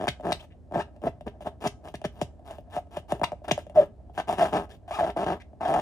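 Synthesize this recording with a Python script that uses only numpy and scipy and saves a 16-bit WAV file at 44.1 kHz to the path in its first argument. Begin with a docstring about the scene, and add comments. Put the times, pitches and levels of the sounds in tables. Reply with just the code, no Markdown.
"""A small room: hands rub and squeeze a filled rubber balloon over a table, close to a stereo mic.
The fingers stick and slip. Each slip sends a falling ripple round the skin; trains of slips creak,
single hard ones snap, and the fastest lock into short squeals. The air inside rings and the soft
body wobbles. Behind it sit the faint creep of a palm, soft reflections and a low room rumble."""
import sys
import numpy as np
from scipy import signal
from scipy.fft import rfft, irfft
from scipy.io import wavfile
from scipy.ndimage import uniform_filter1d

SR = 44100
rng = np.random.default_rng(int(sys.argv[2]) if len(sys.argv) > 2 else 0)


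def int16_out(signal):
    """Quantize to a 16-bit WAV file."""
    q = np.round(np.clip(np.atleast_2d(signal).T, -1, 1) * 32767)
    wavfile.write(sys.argv[1], SR, q.astype(np.int16))


N = 256220

# Finger drags, layer levels before the trims in creak(): start/s, end/s, grip/s, release/s,
# ripple/dB, heave/dB, chatter/dB, crackle/dB, skin resonance at full grip/Hz, mid-drag slip rate/Hz
DRAG_CUES = [ (0, 0.065, 0.0032, 0.0087, -31.5, -35.5, -47, -50.5, 647, 109),
             (.228, 0.316, .032, 0.0046, -27.5, -32, -46.5, -50, 700, 170),
             (0.344, 0.378, .003, 0.027, -44, -46, -49, -58.5, 684, 230.9),
             (0.382, 0.457, 0.016, 0.0067, -53, -63.5, -61, -61, 650, 330),
             (.728, 0.829, 0.022, 0.032, -26.5, -33.5, -42.5, -51, 678, 180),
             (1.02, 1.105, 0.045, 0.028, -31, -32.5, -50.5, -51, 655, 207),
             (1.261, 1.302, 0.0069, 0.025, -34.5, -36, -73, -56, 708, 210),
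             (1.407, 1.446, 0.0041, 0.015, -48, -57, -65, -56.5, 665, 157),
             (1.446, 1.497, 0.025, 0.023, -30, -36.5, -50, -47, 685, 301.07),
             (1.605, 1.688, 0.055, 0.013, -28, -34, -34, -39.5, 734, 214),
             (1.835, 1.928, .02, 0.053, -41, -47.5, -65, -56, 692, 146),
             (2.125, 2.227, 0.093, 0.002056, -45, -50, -64, -58.5, 668, 197),
             (2.449, 2.612, 0.02, 0.087, -42.5, -54, -52, -57, 660, 145),
             (2.701, 2.804, 0.045, 0.022, -38, -48.5, -47, -50, 677, 200),
             (2.91, 3.007, 0.08, 0.027, -35, -45, -40.5, -47.5, 690, 201),
             (3.081, 3.123, 0.03, 0.0016, -33.5, -47, -44, -47, 750, 286),
             (3.134, 3.198, 0.0015, 0.044, -41, -43.5, -57, -57, 630, 347.1),
             (3.439, 3.485, 0.0038, .034, -40.5, -53, -52.5, -57, 665, 290),
             (3.478, 3.514, 0.0022, 0.017, -34, -40, -36.5, -49, 643, 280),
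             (3.584, 3.635, 0.0018, 0.043, -48, -47.5, -46, -50, 610.8, 218),
             (3.746, 3.868, 0.014, 0.047, -31, -36, -56, -50, 620, 160),
             (4.137, 4.179, 0.013, 0.0058, -52.5, -63, -62.5, -57.5, 720, 200),
             (4.171, 4.229, 0.0052, .026, -25.5, -39.5, -33.5, -47, 683.3, 190),
             (4.273, 4.377, 0.011, 0.041, -26, -37.5, -42, -42, 723, 179),
             (4.373, 4.518, 0.015, 0.067, -22.5, -32, -35, -38.5, 647, 203),
             (4.519, 4.657, 0.014, 0.086, -22.5, -29.5, -33, -43.5, 728, 180),
             (4.69, 4.771, 0.0046, 0.021, -53.5, -56.5, -73, -60.5, 700, 220),
             (4.876, 4.902, .004, 0.003, -39.5, -59.5, -53, -59, 713.7, 305),
             (4.903, 4.984, 0.012, .002, -33.5, -52, -47, -47, 706, 350),
             (4.986, 5.124, 0.0023, 0.025, -28, -38, -46.5, -49, 704, 170),
             (5.159, 5.252, 0.011, 0.0096, -26.5, -34, -40.5, -49, 654, 191.67),
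             (5.251, 5.381, .016, 0.053, -25.5, -32, -36.5, -54, 767, 180),
             (5.603, 5.683, 0.0084, 0.0021, -27.5, -41.5, -39.5, -58, 746, 229),
             (5.679, 5.811, 0.0038, 0.014, -22.5, -34.5, -44, -45.5, 700, 168), ]
# Single hard slips, levels before the trims in snap(): t/s, ripple/dB, skin pitch/Hz, heave/dB, tick/dB
SNAP_CUES = [(0.039, -21, 636, -41.5, -53), (0.071, -18, 790, -28.5, -38), (0.079, -18.5, 700, -23, -46),
             (0.198, -33, 655, -48, -61), (0.209, -33, 641.2, -47.5, -56), (0.32, -14.5, 738, -28.5, -34.5),
             (0.441, -42.5, 634, -63, -62), (0.712, -34, 685.7, -39.5, -67),
             (0.722, -28.5, 700, -35.5, -56), (0.757, -17.5, 657, -21, -60),
             (0.795, -20.5, 718.4, -36.5, -44), (0.963, -45, 624, -50, -63), (1.018, -37, 595, -49, -57),
             (1.038, -22, 630, -25.5, -52), (1.068, -19, 692, -25, -55), (1.209, -34.5, 680, -44, -54),
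             (1.267, -32, 715, -31.5, -58), (1.407, -33.5, 693, -50, -59), (1.423, -36, 600, -52, -55),
             (1.46, -26, 660, -32, -71), (1.47, -22.5, 726, -36, -67), (1.652, -19.5, 734, -29.5, -51),
             (1.659, -21, 770, -25.5, -50), (1.885, -34, 714, -85, -48.5), (1.941, -28, 740, -30.5, -45),
             (2.016, -33.5, 710, -44, -51.5), (2.044, -22, 612, -31, -51), (2.049, -20.5, 670, -23, -42),
             (2.215, -16.5, 700, -21, -34), (2.394, -45, 670, -60, -71), (2.509, -32.5, 678, -54, -46.5),
             (2.584, -33.5, 632.4, -39.5, -55), (2.765, -19, 705, -32, -41), (2.87, -46.5, 710, -57, -69),
             (2.97, -20.5, 650, -34, -40), (3.121, -13, 685, -21.5, -33.5), (3.196, -33.5, 690, -42, -52),
             (3.215, -16, 703, -24, -44), (3.234, -11.5, 787, -29.5, -32.5),
             (3.319, -23.5, 676, -36, -48.5), (3.33, -26.5, 576, -47, -64.5), (3.418, -41, 617, -56, -80.5),
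             (3.483, -24, 624, -34.5, -38.5), (3.512, -12, 737, -17.5, -51.5),
             (3.578, -19.5, 607, -52, -42), (3.667, -35, 573, -44, -57), (3.697, -36.5, 675, -49, -56),
             (4.097, -40.5, 750, -45, -72.5), (4.296, -14, 735, -41, -59), (4.909, -21.5, 705, -46, -49.5),
             (4.991, -18.5, 844, -57, -45), (4.999, -17, 800, -52, -39), (5.008, -15.5, 698, -45, -46),
             (5.164, -20.5, 630, -32, -62), (5.532, -43, 690, -46, -75), (5.74, -13, 697, -52, -36.5)]
# Slips locked into a tone: t/s, length/s, first f/Hz, last f/Hz, level/dB, overtones/dB, roughness/0-1
SQUEAL_CUES = [ (0.079, .012, 1390, 2018, -23.5, -3.5, 0.49), (0.08, 0.011, 2650, 3710, -32, -19, 0.39),
               (0.32, 0.01, 2210, 3370, -25, -13.5, 0.86), (0.392, 0.024, 2306, 3470, -50.5, -16, 0.32),
               (0.502, 0.034, 1720, 2460, -65, -22, 0.75), (0.797, 0.017, 748, 968, -26, -13.5, 0),
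               (0.809, 0.019, 1142, 1526, -40, -6.5, 0.04), (1.069, 0.014, 684, 655, -24.5, -16.5, 0.03),
               (1.669, 0.011, 1703, 3280, -34.5, 4, 0.61), (1.944, 0.014, 1474, 3020, -40.5, -5.5, 0.91),
               (2.039, 0.028, 1248, 2300, -38, -4, 0.85), (2.211, 0.022, 1727, 3290, -42.5, 5, 0.9),
               (2.77, 0.024, 697, 744, -28.5, -29, 0.16), (3.237, 0.0075, 858, 1168, -17, -13.5, 0.16),
               (3.238, 0.011, 1983, 3950, -26.5, -11.5, 0.56), (3.51, .011, 2014, 4030, -21.5, -14, 0.84),
               (3.759, 0.01, 684, 641, -23.5, -25, 0.08), (3.77, 0.035, 648, 570.5, -14, -28.5, 0.04),
               (3.805, .034, 600, 487.4, -25.5, -19, .4), (4.407, 0.03, 699, 678, -17, -19, 0.11),
               (4.701, 0.026, 1493, 1820, -54.5, 1, 0.31), (4.91, .03, 1055, 1250, -38.5, -10.5, 0.11),
               (4.938, 0.024, 1170, 1313, -36, -5, .1), (4.958, .028, 1325, 1003, -36, -16, 0.19),
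               (4.985, .03, 951, 736, -27, -13.5, .15), (5.024, .028, 734, 657, -23, -20, .25),
               (5.398, 0.027, 1797, 2144, -51.5, -10.5, 0.48), (5.653, 0.014, 659, 740, -23.5, -24, 0),
               (5.684, .052, 674, 664, -27.5, -25, 0.36), (5.736, .042, 829, 729, -23.5, -22, 0.35)]
# Standing waves in the enclosed air: f/Hz, relative level/dB, t60/s
AIR_MODES = [(407, -6, .2), (599, -6, .1), (1277, -7, .1), (1597, 2, .13), (1790, -9, .08), (2023, -5, .12),
             (2200, -7, .09), (2541, -7, .1), (2816, 1.5, .13), (3094, 4, .15), (3230, -3, .12),
             (3696, -1, .13), (3980, -7, .12), (4343, -6, .13), (5800, -7, .12)]
# Tone of the grit as rubber tears loose: f/Hz, level/dB
CRACKLE_EQ = [(300, -31), (900, -20), (1600, -5.5), (2900, 3), (4000, -7), (5500, -10), (8000, -10.5),
              (10000, -13), (15000, -19.5)]
# Dry skin on rubber, a further EQ that thins crackle to fizz: f/Hz, level/dB
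FIZZ_EQ = [(1500, -41), (4000, -4), (7000, -16.5), (10000, -11), (15000, 3)]
# How well the hollow balloon radiates: f/Hz, level/dB
BODY_EQ = [(100, 2), (300, -1), (400, 0.5), (500, -2.5), (590, 4.5), (720, 1.5), (900, 0), (1180, -2.5),
           (1290, 2), (1430, -8.5), (1600, 3), (1800, 2), (1920, 0), (2050, 0), (2700, 0.5), (3300, 2),
           (3700, 2), (4100, -3), (5000, 0), (6000, 0.5), (11000, -1)]
# Left capsule over right: f/Hz, level/dB
LEFT_BALANCE = [(60, -2.4), (250, 1.6), (600, -0.5), (1100, 5.5), (2200, 2.5), (4000, 5.5), (12000, -1.5)]
# The left capsule hears the balloon first: f/Hz, phase lead/rad
LEFT_LEAD = [(0, 0), (60, .15), (250, .35), (700, .52), (1300, .9), (1650, .7), (2200, 1.5), (3100, 2.3),
             (4400, 5.5), (6400, 6.7), (8400, 9), (10000, 12.3), (12000, 15.5), (15000, 19.5)]
# Decay of the room: f/Hz, t60/s
ROOM_DECAY = [(100, 0.27), (500, 0.25), (1500, 0.34), (4000, 0.26), (8000, 0.35), (15000, 0.06)]
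# Tone of the room's rumble: f/Hz, relative level/dB
RUMBLE_EQ = [(15, -37), (28, -4), (50, -5.5), (90, -12), (125, -13.5), (185, -15), (250, -12.5), (400, -21),
             (700, -25), (1300, -44), (3000, -53), (8000, -58), (15000, -70)]
# Response of the microphone: f/Hz, level/dB
MIC_EQ = [(15, -28.5), (30, -23), (48, 1.5), (1000, -3.5), (7000, -2.5), (10500, 0.5), (11500, -9),
          (12400, -5.5), (13400, 0.5), (14800, -4), (16000, -21)]

TOP_HZ = 16000


def creak(start, end, grip_s, release_s, ripple_db, heave_db, chatter_db, crackle_db, ring_hz, slip_hz):
    """A dragging finger: an uneven train of slips shakes the skin while the fingertip chatters."""
    t = np.arange(0, end - start, 1 / SR)
    count = len(t)
    force_db = finger_force(t, end - start, grip_s, release_s)
    rate = slip_hz * 2 ** (.3 * (t / t[-1] - .5))  # the finger speeds up by 0.3 octave
    rate *= np.exp(.25 * wander(count, 250))
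    slips = np.diff(np.floor(np.cumsum(rate) / SR), prepend=-1) * amp(3.5 * wander(count, 393.4))

    skin = signal.fftconvolve(slips, ripple(1200, 640, .0016, .001, .0018))[:count]
    skin_hz = ring_hz * (1 - 1.14 * force_db)  # the ring sweeps far upward at both ends of the drag
    skin_hz *= np.exp(.055 * wander(count, 45))  # the grip keeps changing the tension
    skin += amp(3) * resonate(skin, skin_hz, 110)
    # a slow slip lets go of more rubber, so it heaves the whole balloon down to a deeper pitch
    thump = ripple(639, .12 * np.median(rate), .0043, .001, .0032)
    heave = signal.fftconvolve(slips * amp(2.1 * wander(count, 300)), thump)[:count]
    chatter_hz = 1350 * np.exp(.13 * wander(count, 70) + .16 * wander(count, 900))
    sliding = signal.lfilter([1], [1, -np.exp(-1 / (.005 * SR))], slips)  # loose just after each slip
    chatter = rasp(chatter_hz, overtones_db=-7.5, rough=.2) * sliding
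    ticks = crackle(slips, decay_s=.0036, grit=2.4)
    fizz = equalise(crackle(slips, decay_s=.00079, grit=1.7), FIZZ_EQ)

    grit_db = crackle_db + .83 * force_db
    sound = amp(ripple_db - 1 + force_db) * steady(skin)
    sound += amp(heave_db + 3 + .96 * force_db) * steady(heave)
    sound += amp(chatter_db - 2 + 1.7 * force_db) * steady(chatter)
    sound += amp(grit_db - 2) * steady(ticks)
    sound += amp(-62 + .28 * (grit_db + 41)) * steady(fizz)  # barely follows force: light is crisper
    return start, sound * np.clip((t[-1] - t) / .0008, 0, 1)


def snap(start, ripple_db, hz, heave_db, tick_db, lap_s=.00857):
    """One hard slip: the ripple, its return round the balloon, a low heave and a tick."""
    soft = np.clip(-(ripple_db + 24.5) / 20, 0, 1)  # a light touch lets go gently and sounds rounder
    skin = ripple((1.5 - .35 * soft) * hz, (.8 + .1 * soft) * hz, .002, .0012 + .003 * soft, .0023)
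    samples = np.arange(len(skin))
    skin += amp(-15) * np.interp(samples - lap_s * SR, samples, skin)
    heave = ripple(572, 115, .0055, .00071, .011)
    tick = crackle(signal.unit_impulse(len(skin)), decay_s=.0034, grit=1.6)
    tick *= 3 / abs(tick).max()
    return start, amp(ripple_db + 1) * skin + amp(heave_db) * heave + amp(tick_db) * tick


def squeal(start, length, first_hz, last_hz, db, overtones_db, rough):
    """Slips so fast that they merge into a pitch, gliding up or down."""
    count = int(length * SR)
    hz = np.geomspace(first_hz, last_hz, count) * np.exp(.5 * rough * wander(count, 2600))
    return start, amp(db) * rasp(hz, overtones_db, rough) * signal.windows.tukey(count, .3)


def finger_force(t, length, grip_s, release_s):
    """The finger grips, holds and lifts: its force in dB, 0 at the hold and negative either side."""
    grip = np.clip(1 - t / grip_s, 0, 1)
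    release = np.clip(1 - (length - t) / release_s, 0, 1)
    return -19.5 * grip ** 1.36 - 22 * release ** .95


def ripple(first_hz, last_hz, glide_s, rise_s, decay_s):
    """Short waves outrun long ones on air-loaded rubber, so a slip arrives as a falling chirp."""
    t = np.arange(SR // 12) / SR
    hz = last_hz + (first_hz - last_hz) * np.exp(-t / glide_s)
    wave = np.sin(2 * np.pi * np.cumsum(hz) / SR) * (1 - np.exp(-t / rise_s)) * np.exp(-t / decay_s)
    return wave / abs(wave).max()


def rasp(hz, overtones_db, rough):
    """A stick-slip tone: each cycle lets go a little early or late, which frays its overtones."""
    phase = 2 * np.pi * np.cumsum(hz) / SR
    frayed = phase + .32 * wander(len(hz), 2500)
    overtones = sum(np.sin(k * frayed) * (k * hz < TOP_HZ) / (k - 1) ** 1.34 for k in range(2, 10))
    flutter = np.exp(rough * wander(len(hz), 900))
    return unit_rms((np.sin(phase) + amp(overtones_db) * overtones) * flutter)


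def crackle(slips, decay_s, grit):
    """Each slip starts with a tick and tears loose in a brief burst of grit."""
    pole = np.exp(-1 / (decay_s * SR))
    burst = signal.lfilter([np.sqrt(1 - pole * pole)], [1, -pole], slips)
    return equalise(slips + grit * burst * rng.standard_normal(len(slips)), CRACKLE_EQ)


def inner_air(rubber):
    """Standing waves in the enclosed air ring on after each slip."""
    t = np.arange(SR // 3) / SR
    ring = sum(amp(db - 47 - 60 * t / t60) * np.cos(2 * np.pi * hz * t) for hz, db, t60 in AIR_MODES)
    return signal.fftconvolve(rubber, ring / 2)[:N]


def body_wobble(rubber, rest_db=-52, settle_s=.022, heave_below_hz=150):
    """The soft body wobbles between the palms, and more after a deep heave has shaken it."""
    wobble = band(rng.standard_normal(N), hz=72, width_hz=22)
    heave = signal.sosfilt(signal.butter(4, heave_below_hz, fs=SR, output="sos"), rubber)
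    pole = np.exp(-1 / (settle_s * SR))
    shaken = signal.lfilter([1 - pole], [1, -pole], abs(heave))
    return steady(wobble, window=6000) * (amp(rest_db) + amp(-6) * shaken)


def palm_creep(level_db=-62, swell_db=5):
    """The holding palm creeps on the rubber and keeps the skin faintly astir."""
    creep = rng.standard_normal(N) * amp(swell_db * wander(N, 25))
    return amp(level_db) * unit_rms(band(creep, hz=650, width_hz=220))


def capsules(balloon):
    """The direct sound at two capsules a hand's width apart, the left one nearer."""
    hz = np.fft.rfftfreq(N, 1 / SR)
    tilt = amp(curve(LEFT_BALANCE, hz) / 2)
    lag = np.exp(-1j * curve(LEFT_LEAD, hz))
    return irfft(rfft(balloon) * np.array([tilt, lag / tilt]), N)


def reflections(balloon, far_db=-19, near_db=-8, near_t60=.11, taps_per_s=6000, fade_in_s=.00028):
    """A quick scatter off table and hands, then the room's tail, dying band by band."""
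    taps = rng.choice([-1., 1.], (2, SR // 2)) * (rng.random((2, SR // 2)) < taps_per_s / SR)
    hz, t, bands = signal.stft(taps, SR, nperseg=256)
    # long waves bend round the hands and reach both capsules nearly alike
    long_waves = .85 / (1 + (hz[:, None] / 1200) ** 4)
    bands[1] += (bands[0] - bands[1]) * long_waves
    far = signal.istft(bands * amp(-60 * t / curve(ROOM_DECAY, hz)[:, None]), SR, nperseg=256)[1]
    near = signal.istft(bands * (1 - long_waves) * amp(-60 * t / near_t60), SR, nperseg=256)[1]
    tail = amp(far_db) * far / np.linalg.norm(far[0]) + amp(near_db) * near / np.linalg.norm(near[0])
    tail *= np.clip(np.arange(tail.shape[1]) / (fade_in_s * SR), 0, 1)
    return signal.fftconvolve(balloon[None], tail, axes=1)[:, :N]


def room_tone(mid_db=-53, width=.52):
    """A bed of low steady rumble, much alike on both sides."""
    mid, side = (unit_rms(equalise(rng.standard_normal(N), RUMBLE_EQ)) for _ in range(2))
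    return amp(mid_db) * np.array([mid + width * side, mid - width * side])


def amp(db):
    """Gain from dB."""
    return 10 ** (np.asarray(db) / 20)


def unit_rms(x):
    """Normalises to an RMS of 1."""
    return x / np.sqrt(np.mean(x ** 2) + 1e-20)


def steady(x, window=900):
    """Rides the short-term level towards 1 and keeps the single pulses."""
    power = uniform_filter1d(uniform_filter1d(x ** 2, window), window // 2)
    return x / np.sqrt(abs(power) + np.mean(x ** 2) / 20 + 1e-20)


def wander(count, hz):
    """A random modulator of about unit size that glides to a new value hz times a second."""
    knots = rng.standard_normal(4096)
    return np.interp(np.arange(count) * hz / SR, np.arange(len(knots)), knots)


def curve(points, hz):
    """A table's value at hz, on a log frequency axis."""
    f, value = np.transpose(points)
    return np.interp(np.log(hz + 1), np.log(f + 1), value)


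def equalise(x, points):
    """Minimum-phase EQ through the given points."""
    log_gain = np.log(amp(curve(points, abs(np.fft.fftfreq(2048, 1 / SR)))))
    taps = np.fft.ifft(np.exp(np.conj(signal.hilbert(log_gain)))).real
    return signal.fftconvolve(x, taps)[:len(x)]


def resonate(x, hz, width_hz):
    """A unity-gain resonance whose pitch may sweep."""
    turn = np.exp(2j * np.pi * np.cumsum(hz * np.ones(len(x))) / SR)
    pole = np.exp(-np.pi * width_hz / SR)
    return 2 * (turn * signal.lfilter([1 - pole], [1, -pole], x / turn + 1e-18)).real


def band(x, hz, width_hz):
    """Two resonances in series, the second twice as wide, for steeper skirts."""
    return resonate(resonate(x, hz, width_hz), hz, 2 * width_hz)


def add(mix, start, sound):
    """Lays a sound into the mix at start seconds."""
    part = mix[max(round(start * SR), 0):][:len(sound)]
    part += sound[:len(part)]


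def scene():
    """The hands work the rubber, the balloon radiates it, and the room answers."""
    rubber = palm_creep()
    for source, cues in (creak, DRAG_CUES), (snap, SNAP_CUES), (squeal, SQUEAL_CUES):
        for cue in cues:
            add(rubber, *source(*cue))
    balloon = equalise(rubber, BODY_EQ) + inner_air(rubber) + body_wobble(rubber)
    return capsules(balloon) + reflections(balloon) + room_tone()


def record(dry):
    """The microphone's colour, then a steep high cut."""
    heard = np.array([equalise(channel, MIC_EQ) for channel in dry])
    high_cut = signal.firwin(511, TOP_HZ, window=("kaiser", 9), fs=SR)
    return signal.oaconvolve(heard, high_cut[None], "same")


dry = scene()
out = record(dry)
int16_out(out)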